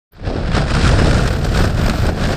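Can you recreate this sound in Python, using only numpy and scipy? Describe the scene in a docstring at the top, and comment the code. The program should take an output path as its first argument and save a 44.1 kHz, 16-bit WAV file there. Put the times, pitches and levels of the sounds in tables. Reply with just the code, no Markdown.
"""Inside a tent, close to the wall, in strong wind. Gusts pump the wall, which rumbles, and shake
the cloth in quick, uneven flaps. Each flap thuds and stirs up crackling creases over the rush of
air on the fabric. Now and then a fold pops through with a dull knock, or the cloth snaps taut.
Only a thin, high sizzle is spread between left and right; the rest sits in the middle."""
import sys
import numpy as np
from scipy import signal
from scipy.fft import rfft, irfft
from scipy.io import wavfile
from scipy.ndimage import uniform_filter1d, map_coordinates

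SR = 44100
rng = np.random.default_rng(int(sys.argv[2]) if len(sys.argv) > 2 else 0)


def wav_out(sig):
    """Save sig, one row per channel (or a flat mono array), as 16-bit PCM at SR to the path in sys.argv[1]."""
    wavfile.write(sys.argv[1], SR, np.round(np.clip(np.atleast_2d(sig).T, -1, 1) * 32767).astype(np.int16))


N = 104384

# Levels in the tables are relative: each layer is turned up or down as it is mixed.
# how hard the gusts pump the wall (t/s, level/dB)
RUMBLE_LEVEL = [(0.12, -50), (0.28, -17), (0.31, -23.5), (0.59, -13.5), (0.68, -20), (0.78, -11),
                (0.81, -19), (0.84, -10.5), (1.16, -12.5), (1.41, -18.5), (1.46, -15), (1.54, -15.5),
                (1.61, -11), (1.7, -17.5), (1.9, -12), (1.93, -21.5), (2.05, -12), (2.19, -24),
                (2.22, -14.5), (2.35, -20)]
# tone of the rumbling wall (f/Hz, level/dB)
RUMBLE_TONE = [(11, -28), (18, 1.5), (74, 1.5), (164, -3.5), (240, -12.5), (310, -41.5), (530, -120)]
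# how hard the cloth drums (t/s, level/dB)
DRUM_LEVEL = [(0.12, -57.5), (0.29, -23), (0.52, -29.5), (0.57, -19.5), (0.69, -28.5), (0.7, -25),
              (1.03, -18), (1.44, -27.5), (1.45, -20.5), (1.49, -28.5), (1.55, -21.5), (1.58, -23.5),
              (1.6, -18), (1.63, -27), (1.64, -20), (1.74, -30), (1.8, -22), (1.85, -27.5), (1.88, -19),
              (1.93, -27.5), (1.94, -23.5), (2.03, -29), (2.04, -21.5), (2.08, -24.5), (2.09, -19.5),
              (2.13, -28), (2.33, -19.5), (2.35, -30)]
# tone of the drumming cloth (f/Hz, level/dB)
DRUM_TONE = [(130, -28.5), (220, 0.5), (382, -5), (500, -4.5), (638, -6), (757, -7.5), (877, -14.5),
             (950, -19), (1240, -41), (2090, -120)]
# how loudly the gusts rustle the cloth (t/s, level/dB)
RUSTLE_LEVEL = [(0.12, -60.5), (0.16, -48.5), (0.22, -45.5), (0.27, -32), (0.34, -36), (0.35, -33),
                (0.47, -33.5), (0.48, -28), (0.49, -35), (0.57, -20.5), (0.66, -32.5), (0.71, -22.5),
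                (0.73, -28.5), (0.74, -21), (0.79, -24.5), (0.87, -19.5), (0.97, -26), (0.99, -20),
                (1.01, -24), (1.12, -24.5), (1.14, -29), (1.15, -23.5), (1.26, -28), (1.28, -23),
                (1.3, -32), (1.33, -26.5), (1.39, -33), (1.44, -32), (1.45, -24.5), (1.46, -31),
                (1.53, -30), (1.55, -22), (1.66, -24.5), (1.67, -28.5), (1.74, -34.5), (1.78, -29),
                (1.9, -25), (1.91, -29), (2.09, -28), (2.13, -38), (2.25, -23), (2.26, -27.5),
                (2.34, -24.5), (2.35, -32.5)]
# tone of the rustle and the snaps (f/Hz, level/dB)
RUSTLE_TONE = [(530, -44.5), (900, -6), (1480, 0.5), (2150, -9.5), (2450, -8.5), (2880, -10.5), (5210, -12),
               (6180, -20.5), (8450, -20.5), (11100, -39), (11800, -42), (15300, -58), (22000, -120)]
# treble of the rustle and the snaps, opening during the first second (t/s, level/dB)
TREBLE_GAIN = [(0.15, -7), (0.4, -6.5), (0.6, -3), (0.85, 0.5), (1.3, 1), (2.3, -0.5)]
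# folds popping through (t/s, knock level/dB, knock f/Hz, upper ring level/dB)
FOLD_POPS = [(0.357, -8, 337, -31), (0.565, -11, 650, -16), (0.769, -11, 328, -12), (0.989, -10, 590, -17),
             (1.058, -15, 301, -22), (1.08, -7, 426, -15), (1.148, -21, 490, -13), (1.194, -10, 436, -12),
             (1.605, -6, 342, -16.5), (1.882, -7, 350, -35), (2.042, -13, 323, -24), (2.091, -10, 616, -28)]
# the cloth snapping taut (t/s, level/dB)
TAUT_SNAPS = [(0.4747, -15), (0.549, -5), (0.5657, -8), (0.5804, -11), (0.6144, -13), (0.705, -6),
              (0.7414, -17), (0.876, -5), (0.911, -9), (1.056, -11), (1.1104, -7), (1.1436, -5),
              (1.171, -6), (1.181, -14), (1.2794, -21), (1.4451, -9), (1.5993, -17), (1.635, -17),
              (1.653, -6.5), (1.8624, -5), (1.883, -8), (1.8964, 0), (2.0655, -7), (2.251, -15)]
# loudness of the thin sizzle on top of the rustle (t/s, level/dB)
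SIZZLE_LEVEL = [(0.17, -88), (0.48, -86), (0.53, -86), (1.33, -53), (1.44, -61), (1.45, -51), (1.49, -60),
                (1.6, -47), (1.75, -61), (1.89, -45), (1.91, -56.5), (1.96, -50), (2.08, -53), (2.14, -62),
                (2.32, -54), (2.35, -58)]
# tone of that sizzle (f/Hz, level/dB)
SIZZLE_TONE = [(6880, -44), (11700, -1.5), (12400, 10), (13000, 7.5), (15500, 1)]


def undb(db):
    """Turn decibels into a number to multiply by."""
    return 10 ** (np.asarray(db) / 20)


def unit(x):
    """Scale a signal so that its average strength (rms) is 1."""
    return x / np.sqrt(np.mean(x ** 2) + 1e-18)


def curve(table):
    """Join rows of (t/s, level/dB) into a volume curve."""
    seconds, db = np.array(table).T
    return undb(np.interp(np.arange(N) / SR, seconds, db))


def colour(x, tone):
    """Filter through rows of (f/Hz, level/dB); white noise keeps its power."""
    size = 2 * N
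    hz, db = np.array(tone).T
    bin_hz = np.arange(N + 1) * SR / size
    gain = unit(undb(np.interp(np.log(bin_hz + 1), np.log(hz), db)))
    # make the filter ring only after a click, never before it
    cepstrum = irfft(np.log(gain + 1e-5))
    cepstrum[1:N] *= 2
    cepstrum[N + 1:] = 0
    return irfft(rfft(x, size) * np.exp(rfft(cepstrum)))[:N]


def wander(per_s):
    """Drift smoothly between random values, typically about 1 away from zero."""
    steps = rng.standard_normal(2048)
    return unit(map_coordinates(steps, [np.arange(N) / SR * per_s], order=3, mode="wrap"))


def clicks(per_s, scatter_db):
    """Pushes at random times; more scatter makes their sizes less even."""
    hits = rng.random(N) < per_s / SR
    return hits * undb(scatter_db * np.clip(rng.standard_normal(N), -2, 2))


def grains(pushes):
    """Flip each push up or down at random and scale the result to strength 1."""
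    return unit(pushes * np.sign(rng.standard_normal(N)))


def burst(start_s, rise_s, decay_s):
    """Rise quickly to 1, then die away."""
    age = np.maximum(np.arange(N) / SR - start_s, 0)
    shape = (1 - np.exp(-age / rise_s)) * np.exp(-age / decay_s)
    return shape / (shape.max() + 1e-12)


def steady(x, seconds):
    """Hold the strength near 1 over the given time, so the gusts set the slow swells."""
    power = uniform_filter1d(x ** 2, int(seconds * SR))
    return x / np.sqrt(np.abs(power) + 1e-9)


def wall_rumble():
    """Gusts push the whole wall, which pumps the air inside."""
    rumble = colour(rng.standard_normal(N), RUMBLE_TONE)
    return steady(rumble, seconds=0.053) * curve(RUMBLE_LEVEL)


def drumming(flaps, motion):
    """Thudding flaps and small ripples drum on the cloth."""
    thuds = grains(flaps)
    ripples = unit(grains(clicks(per_s=600, scatter_db=-1.5)) * motion)
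    drum = colour(ripples + 0.35 * thuds, DRUM_TONE)
    return undb(0.5) * steady(drum, seconds=0.0476) * curve(DRUM_LEVEL)


def tick():
    """The volume curve of one faint, high tick as the wind sets in."""
    return undb(-46) * burst(0.12, rise_s=0.0006, decay_s=0.008)


def panel_flutter(x):
    """Different panels take turns: each octave wavers slowly and flutters fast on its own."""
    spectrum = rfft(x)
    octave = np.log2(np.arange(N // 2 + 1) * SR / N + 1)
    lowest = np.floor(np.log2(RUSTLE_TONE[0][0]))
    panels = np.zeros(N)
    for centre in np.arange(lowest, np.ceil(octave[-1]) + 1):
        band = irfft(spectrum * np.maximum(1 - abs(octave - centre), 0), N)
        panels += band * undb(0.46 * wander(per_s=20) + 1.29 * wander(per_s=150))
    return panels


def rustle(motion, creases):
    """Air rushes over the cloth and creases crackle, both swelling with each flap."""
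    rush = undb(-1) * rng.standard_normal(N)
    crackle = undb(-5.5) * creases
    cloth = colour((rush + crackle) * motion, RUSTLE_TONE)
    return panel_flutter(cloth) * curve(RUSTLE_LEVEL)


def open_treble(cloth, above_hz=5640):
    """The cloth starts out dull and grows brighter during the first second."""
    dull = signal.sosfiltfilt(signal.butter(8, above_hz, fs=SR, output="sos"), cloth)
    return dull + (cloth - dull) * curve(TREBLE_GAIN)


def fold_knocks(upper_hz=1393):
    """A fold pops through: its patch rings briefly at its own pitch and at the cloth's upper note."""
    knocks = np.zeros(N)
    for start, db, hz, upper_db in FOLD_POPS:
        age = np.arange(N) / SR - start
        low = undb(db - 2.5) * np.sin(2 * np.pi * hz * age)
        upper = undb(upper_db - 0.5) * np.sin(2 * np.pi * upper_hz * age)
        knocks += (low + upper) * burst(start, rise_s=0.0011, decay_s=0.0025)
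    return knocks


def snaps(low_cut_hz=1900):
    """The cloth pulls taut with a short, bright crack."""
    level = sum(undb(db - 12.5) * burst(start, rise_s=0.0006, decay_s=0.0029)
                for start, db in TAUT_SNAPS)
    cracks = colour(level * rng.standard_normal(N), RUSTLE_TONE)
    low_cut = signal.butter(2, low_cut_hz, "high", fs=SR, output="sos")
    return signal.sosfilt(low_cut, cracks)


def sizzle(motion, creases, width=0.94):
    """The thin top of the rustle, in stereo: it gives the opening tick, then slowly swells."""
    level = undb(4) * curve(SIZZLE_LEVEL) * motion + tick()
    hiss = unit(rng.standard_normal(N) + undb(-10) * creases)
    middle = colour(hiss * level, SIZZLE_TONE)
    side = colour(rng.standard_normal(N) * level, SIZZLE_TONE)
    return np.array([middle + width * side, middle - width * side])


def scene(wind_start_s=0.11, fade_in_s=0.025, steady_share=0.66):
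    """The wind sets in, and one run of flaps moves the drumming, rustle and sizzle together."""
    flaps = clicks(per_s=150, scatter_db=0)
    flap_shape = burst(0, rise_s=0.0015, decay_s=0.0035)
    shake = unit(signal.fftconvolve(flaps, flap_shape)[:N])
    motion = steady(steady_share + (1 - steady_share) * shake, seconds=0.029)
    creases = grains(clicks(per_s=1800, scatter_db=5))
    wall = wall_rumble() + drumming(flaps, motion)
    cloth = open_treble(rustle(motion, creases) + snaps())
    fade_in = np.clip((np.arange(N) / SR - wind_start_s) / fade_in_s, 0, 1)
    return fade_in * (wall + cloth + fold_knocks() + sizzle(motion, creases))


def record(dry, knee=0.6, ceiling=0.97, cut_hz=15300):
    """Gently round off peaks above the knee, then cut the highest treble."""
    under = np.clip(dry, -knee, knee)
    headroom = ceiling - knee
    rounded = under + headroom * np.tanh((dry - under) / headroom)
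    high_cut = signal.ellip(10, 0.2, 80, cut_hz, fs=SR, output="sos")
    return signal.sosfilt(high_cut, rounded)


dry = scene()
out = record(dry)
wav_out(out)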